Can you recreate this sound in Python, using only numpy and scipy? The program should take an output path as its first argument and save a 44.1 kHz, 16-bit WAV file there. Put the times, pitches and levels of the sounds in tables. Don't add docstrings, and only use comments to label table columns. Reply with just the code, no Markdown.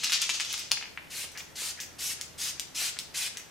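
import sys
import numpy as np
from scipy import signal
from scipy.fft import rfft, irfft, next_fast_len
from scipy.io import wavfile
from scipy.ndimage import uniform_filter1d

SR = 44100
rng = np.random.default_rng(int(sys.argv[2]) if len(sys.argv) > 2 else 0)


def invert_db(x):
    u = np.asarray(x, float) / 20
    return 10 ** u


def dump_mix(stems):
    frames = np.atleast_2d(stems).T
    limited = np.clip(frames, -1, 1)
    pcm = np.round(limited * 32767).astype(np.int16)
    wavfile.write(sys.argv[1], SR, pcm)


N = 154350


def unit(x):
    return x / np.sqrt(np.mean(x ** 2) + 1e-20)


def along(points, hz):
    f, v = np.transpose(points)
    return np.interp(np.log(hz + 1), np.log(f + 1), v)


def filtered(x, response):
    size = next_fast_len(N + 8192)
    hz = np.fft.rfftfreq(size, 1 / SR)
    return irfft(rfft(x, size) * response(hz), size)[..., :N]


def coloured(x, spectrum):
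    return unit(filtered(x, lambda hz: invert_db(along(spectrum, hz))))


def patchy(patchy_db):
    z = signal.stft(rng.standard_normal(N), nperseg=256)[2]
    field = uniform_filter1d(rng.standard_normal(z.shape), 5, 0)
    field = uniform_filter1d(field, 8, 1)
    return signal.istft(z * invert_db(patchy_db * unit(field)), nperseg=256)[1][:N]


def grains(per_s, spread_db):
    when, size, sign = rng.random((3, N))
    height = invert_db(-spread_db * np.log(size + .05))
    return unit((when < per_s / SR) * height * np.sign(sign - .5))


def clicks(rows, t60, spread, crack_db, gain_db, late_s=.0012):
    out, t = np.zeros(N + SR), np.arange(1500) / SR
    for s, db, hz in rows:
        scatter = np.linspace(-1, 1, num=7) + rng.normal(0, .1, size=7)
        pitch = hz * np.exp(spread * scatter)[:, None]
        loudness = invert_db(-9 * np.abs(np.log(pitch / hz)) / spread)
        ring = (loudness * np.sin(2 * np.pi * pitch * t + rng.random((7, 1)))).sum(axis=0)
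        crack = invert_db(crack_db - 60 * t / .003) * rng.standard_normal(len(t))
        band = [hz / 3.2, min(2.4 * hz, SR / 2.5)]
        click = signal.lfilter(*signal.butter(2, band, "band", fs=SR), ring * invert_db(-60 * t / t60) + crack)
        start = round((s + late_s) * SR)
        out[start:][:len(t)] += invert_db(db + gain_db) * click / np.abs(click).max()
    return out[:N]


def shaking():
    # (time [s], level [dB])
    trickle = [(0, -40), (.3, -41.5), (.6, -42.5), (.7, -56)]
    # (frequency [Hz], level [dB per Hz])
    liquid_colour = [(180, -39), (300, -21), (558, -20), (1060, -6.5), (1740, -5.5), (2480, 5), (6450, 4.5),
                     (15200, -26), (16500, -55)]
    # (time [s], level [dB], fade [s])
    surges = [(0.035, -26, 0.02), (.068, -35, 0.0095), (0.095, -26, 0.0097), (0.122, -26, 0.036),
              (.21, -28, 0.032), (0.292, -23, 0.015), (0.334, -32.5, 0.025), (.401, -28, 0.013),
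              (.448, -55, 0.014), (.49, -37, 0.028), (.53, -31.5, 0.016), (.577, -50, 0.061)]
    # (time [s], peak level [dB], ring pitch [Hz])
    slaps = [(.0350, -20, 3000), (.0380, -17, 4300), (.0432, -16, 4500), (.0680, -16, 2600),
             (.0970, -21, 2500), (.1080, -21, 4000), (.1212, -11, 2900), (.1275, -11, 3600),
             (.1332, -13, 4500), (.1585, -17, 2600), (.2175, -17, 3800), (.2222, -16, 3500),
             (.2932, -13, 2700), (.2992, -16, 3000), (.3998, -16, 3400), (.4062, -16, 3300),
             (.4490, -21, 3500), (.5282, -18, 4500), (.5412, -20, 3500), (.5782, -22, 3500),
             (.5948, -22, 5000)]
    rise_s = 0.0078
    t = np.arange(N) / SR
    level = invert_db(np.interp(t, *np.transpose(trickle), right=-120))
    for s, db, fade in surges:
        since = np.clip(t - s, 0, 9)
        level = level + invert_db(db) * (1 - np.exp(-since / rise_s)) * np.exp(-(since / fade) ** 2)
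    drops = grains(per_s=3400, spread_db=3.5)
    fizz = invert_db(0.5) * patchy(patchy_db=-2)
    liquid = level * coloured(unit(drops + fizz), liquid_colour)
    return liquid + clicks(slaps, t60=.003, spread=0.34, crack_db=11.5, gain_db=2, late_s=0)


def air():
    # (frequency [Hz], level [dB per Hz])
    air_colour = [(15, -12), (25, -9), (118, -1), (878, -7), (1180, -11), (1360, -9), (1730, -9.5),
                  (15200, -25), (16500, -14.5)]
    # (frequency [Hz], likeness [0-1])
    alike = [(30, 0.48), (60, 0.25), (200, 0.092), (800, 0.1), (8000, 0.96)]
    # (frequency [Hz], unsteadiness [Hz], level [dB])
    hum_tones = [
        (79, 5, 0),
        (144, 5, -5.5),
    ]
    # (time [s], level [dB])
    fan = [(0.0, -71), (0.74, -64), (0.81, -87), (0.94, -65.5), (2.63, -61), (2.78, -75), (2.88, -64.5),
           (3.47, -69), (3.5, -115)]
    air_db, air_top_hz, wobble_db = -52.5, 15100, 1.5

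    def middle_and_side(hz):
        turn = np.arccos(np.clip(along(alike, hz), -1, 1)) / 2
        return invert_db(along(air_colour, hz)) * (hz < air_top_hz) * np.array([np.cos(turn), np.sin(turn)])

    def slow(top_hz):
        return unit(filtered(rng.standard_normal(N), lambda hz: hz < top_hz))

    mid, side = filtered(rng.standard_normal((2, N)), middle_and_side)
    t, hum = np.arange(N) / SR, np.zeros(N)
    for hz, unsteady_hz, db in hum_tones:
        strength = invert_db(db + 1 + wobble_db * slow(unsteady_hz))
        hum += strength * np.sin(2 * np.pi * hz * t + .5 * slow(unsteady_hz))
    hum *= invert_db(np.interp(t, *np.transpose(fan)))
    return invert_db(air_db) * unit(np.array([mid + side, mid - side])) + hum


def cap():
    # (time [s], peak level [dB], ring pitch [Hz])
    pops = [
        (.7128, -22, 3420),
        (.7166, -8, 4080),
        (.7170, -26, 1140),
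        (.7228, -18, 4320),
    ]
    # (time [s], peak level [dB], ring pitch [Hz])
    knocks = [
        (.7728, -26, 2320),
        (.812, -30.5, 2020),
        (.826, -27, 2440),
        (.84, -33, 2400),
        (.856, -33.5, 2400),
        (.975, -23.5, 2070),
        (1.072, -43, 2500),
    ]
    pop = clicks(pops, t60=0.0068, spread=0.507, crack_db=3.5, gain_db=4.5, late_s=0)
    return pop + clicks(knocks, t60=.012, spread=.3, crack_db=-6, gain_db=4.5, late_s=0)


def mist():
    # (start [s], length [s], level [dB], time to full pressure [s], nozzle ring [dB])
    strokes = [
        (1.098, 0.15, -37.5, 0.11, -1),
        (1.55, 0.16, -36.5, 0.11, 1.5),
        (1.981, .15, -36, 0.073, 1),
        (2.376, .13, -35.5, 0.073, 2),
        (2.744, .15, -32.5, 0.073, 1),
        (3.137, 0.14, -32.5, 0.047, -1),
    ]
    trebles_db = [1.2, 1, 3.4, 1.4, -0.4, -2.4]
    # (frequency [Hz], level [dB per Hz])
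    mist_colour = [(180, -67), (300, -29.5), (1250, -10.5), (2650, -1.5), (3970, -2), (6340, -1),
                   (10900, -5.5), (15200, -16), (16500, -33)]
    start_db, sag_db, attack_s, release_s = -7, -3, 0.0083, 0.015
    nozzle_hz, nozzle_wide_hz, sheen_hz, sheen_grows = 6300, 2500, 7700, 0.89
    t = np.arange(N) / SR
    level, sheen, song = np.zeros((3, N))
    for (s, length, db, rise, nozzle_db), treble_db in zip(strokes, trebles_db):
        since = t - s
        swell = start_db * np.clip(1 - since / rise, 0, 1) ** 2
        swell = swell + sag_db * np.clip(since / length, 0, 1) ** 4
        release = -20 * np.clip(since - length, 0, 1) / release_s
        stroke = np.clip(since / attack_s, 0, 1) * invert_db(db + swell + release)
        level += stroke
        sheen += stroke * (invert_db(treble_db + sheen_grows * swell) - 1)
        song += stroke * (invert_db(nozzle_db) - 1)
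    spit = invert_db(-11.5) * grains(per_s=1500, spread_db=5.5)
    jet = coloured(patchy(patchy_db=2.0) + spit, mist_colour)
    nozzle = filtered(jet, lambda hz: np.exp(-((hz - nozzle_hz) / nozzle_wide_hz) ** 2))
    treble = filtered(jet, lambda hz: 1 / (1 + (sheen_hz / (hz + 1)) ** 4))
    return level * jet + sheen * treble + song * nozzle


def thuds():
    # (time [s], peak level [dB], ring pitch [Hz])
    stops = [
        (1.241, -43, 835),
        (1.619, -40, 872),
        (2.817, -40.5, 899),
    ]
    return clicks(stops, t60=0.017, spread=0.99, crack_db=-25, gain_db=4)


def pump():
    # (start [s], level [dB])
    refills = [
        (1.349, -42),
        (1.775, -44),
        (2.189, -50),
        (2.576, -52),
        (2.955, -50),
        (3.35, -49),
    ]
    # (time [s], peak level [dB], ring pitch [Hz])
    returns = [
        (1.3175, -38, 8000),
        (1.3752, -28, 5000),
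        (1.8025, -23, 5500),
        (2.2125, -18, 6200),
        (2.5968, -14, 6100),
        (2.9682, -32, 2600),
        (2.9890, -17, 6000),
        (3.3718, -22, 6000),
    ]
    puffs_db = [-53, -40, -36.5, -43, -48, -71, -42.5, -45]
    # (frequency [Hz], level [dB per Hz])
    puff_colour = [(1500, -33), (3000, -9), (6000, 9.5), (10000, -4), (15500, -6)]
    refill_s, from_hz, to_hz, bubble_t60, scatter, puff_t60 = .06, 1860, 2770, .007, .3, 0.2
    gurgle, t, now = np.zeros(N + SR), np.arange(900) / SR, np.arange(N) / SR
    for s, db in refills:
        for when, pitch, size in rng.random((60, 3)):
            hz = (from_hz + (to_hz - from_hz) * when) * np.exp(scatter * (2 * pitch - 1))
            bubble = invert_db(db + 5.4 * size - 60 * t / bubble_t60) * np.sin(2 * np.pi * hz * t)
            gurgle[round((s + when * refill_s) * SR):][:len(t)] += bubble
    home = clicks(returns, t60=0.0049, spread=0.56, crack_db=-14, gain_db=3, late_s=0)
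    puffs = np.zeros(N)
    for (s, _, _), puff_db in zip(returns, puffs_db):
        puffs += (now > s) * invert_db(puff_db - 60 * np.abs(now - s) / puff_t60)
    return gurgle[:N] + home + puffs * coloured(patchy(patchy_db=2.0), puff_colour)


def room(x):
    # (delay [s], left level [dB], right level [dB])
    walls = [
        (.0026, -2.5, -7.5),
        (.0065, -8.5, -5),
        (.0100, -14.5, -6),
        (0.0126, -13.5, -10.5),
        (.019, -14.5, -11.5),
    ]
    # (frequency [Hz], time to fall 60 dB [s])
    ring_times = [(300, 0.41), (2000, 0.46), (6000, .45), (14000, 0.16)]
    out, step = np.zeros((2, N + SR)), SR // 8
    for i in range(0, N, step):
        hz, t, z = signal.stft(rng.standard_normal((2, SR // 2)), SR, nperseg=256)
        fade = invert_db(-60 * t / along(ring_times, hz)[:, None])
        tail = signal.istft(z * fade, SR, nperseg=256)[1]
        tail = np.pad(tail / np.linalg.norm(tail[0]), ((0, 0), (200, 0)))
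        shifts_s = rng.normal(0, .0003, size=len(walls))
        for (delay, left_db, right_db), shift in zip(walls, shifts_s):
            tail[:, int((delay + shift) * SR)] += invert_db([left_db, right_db])
        wet = signal.fftconvolve(x[None, i:i + step], tail, axes=1)
        out[:, i:][:, :wet.shape[1]] += wet
    return out[:, :N]


def scene():
    # (frequency [Hz], level [dB])
    room_tone = [(500, -6), (3000, -4), (8000, -3.5), (14000, -2)]
    # (frequency [Hz], level [dB])
    pan = [(300, 0), (1200, 0), (2800, 1.5), (9000, 0.45), (14000, -0.5)]

    def thin(hz):
        ratio = 1j * hz / 606
        return (ratio / (1 + ratio)) ** 2

    bottle = filtered(shaking() + cap() + pump(), thin) + mist() + thuds()
    heard = bottle + room(filtered(bottle, lambda hz: invert_db(along(room_tone, hz))))
    return filtered(heard, lambda hz: invert_db(along(pan, hz) * [[1], [-1]])) + air()


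def band_limit(x):
    return signal.sosfilt(signal.butter(12, 16820, fs=SR, output="sos"), x)


def record(dry):
    mix = filtered(dry, lambda hz: np.where(hz < 15850, 1, invert_db(-50)))
    return band_limit(mix)


dry = scene()
out = record(dry)
dump_mix(out)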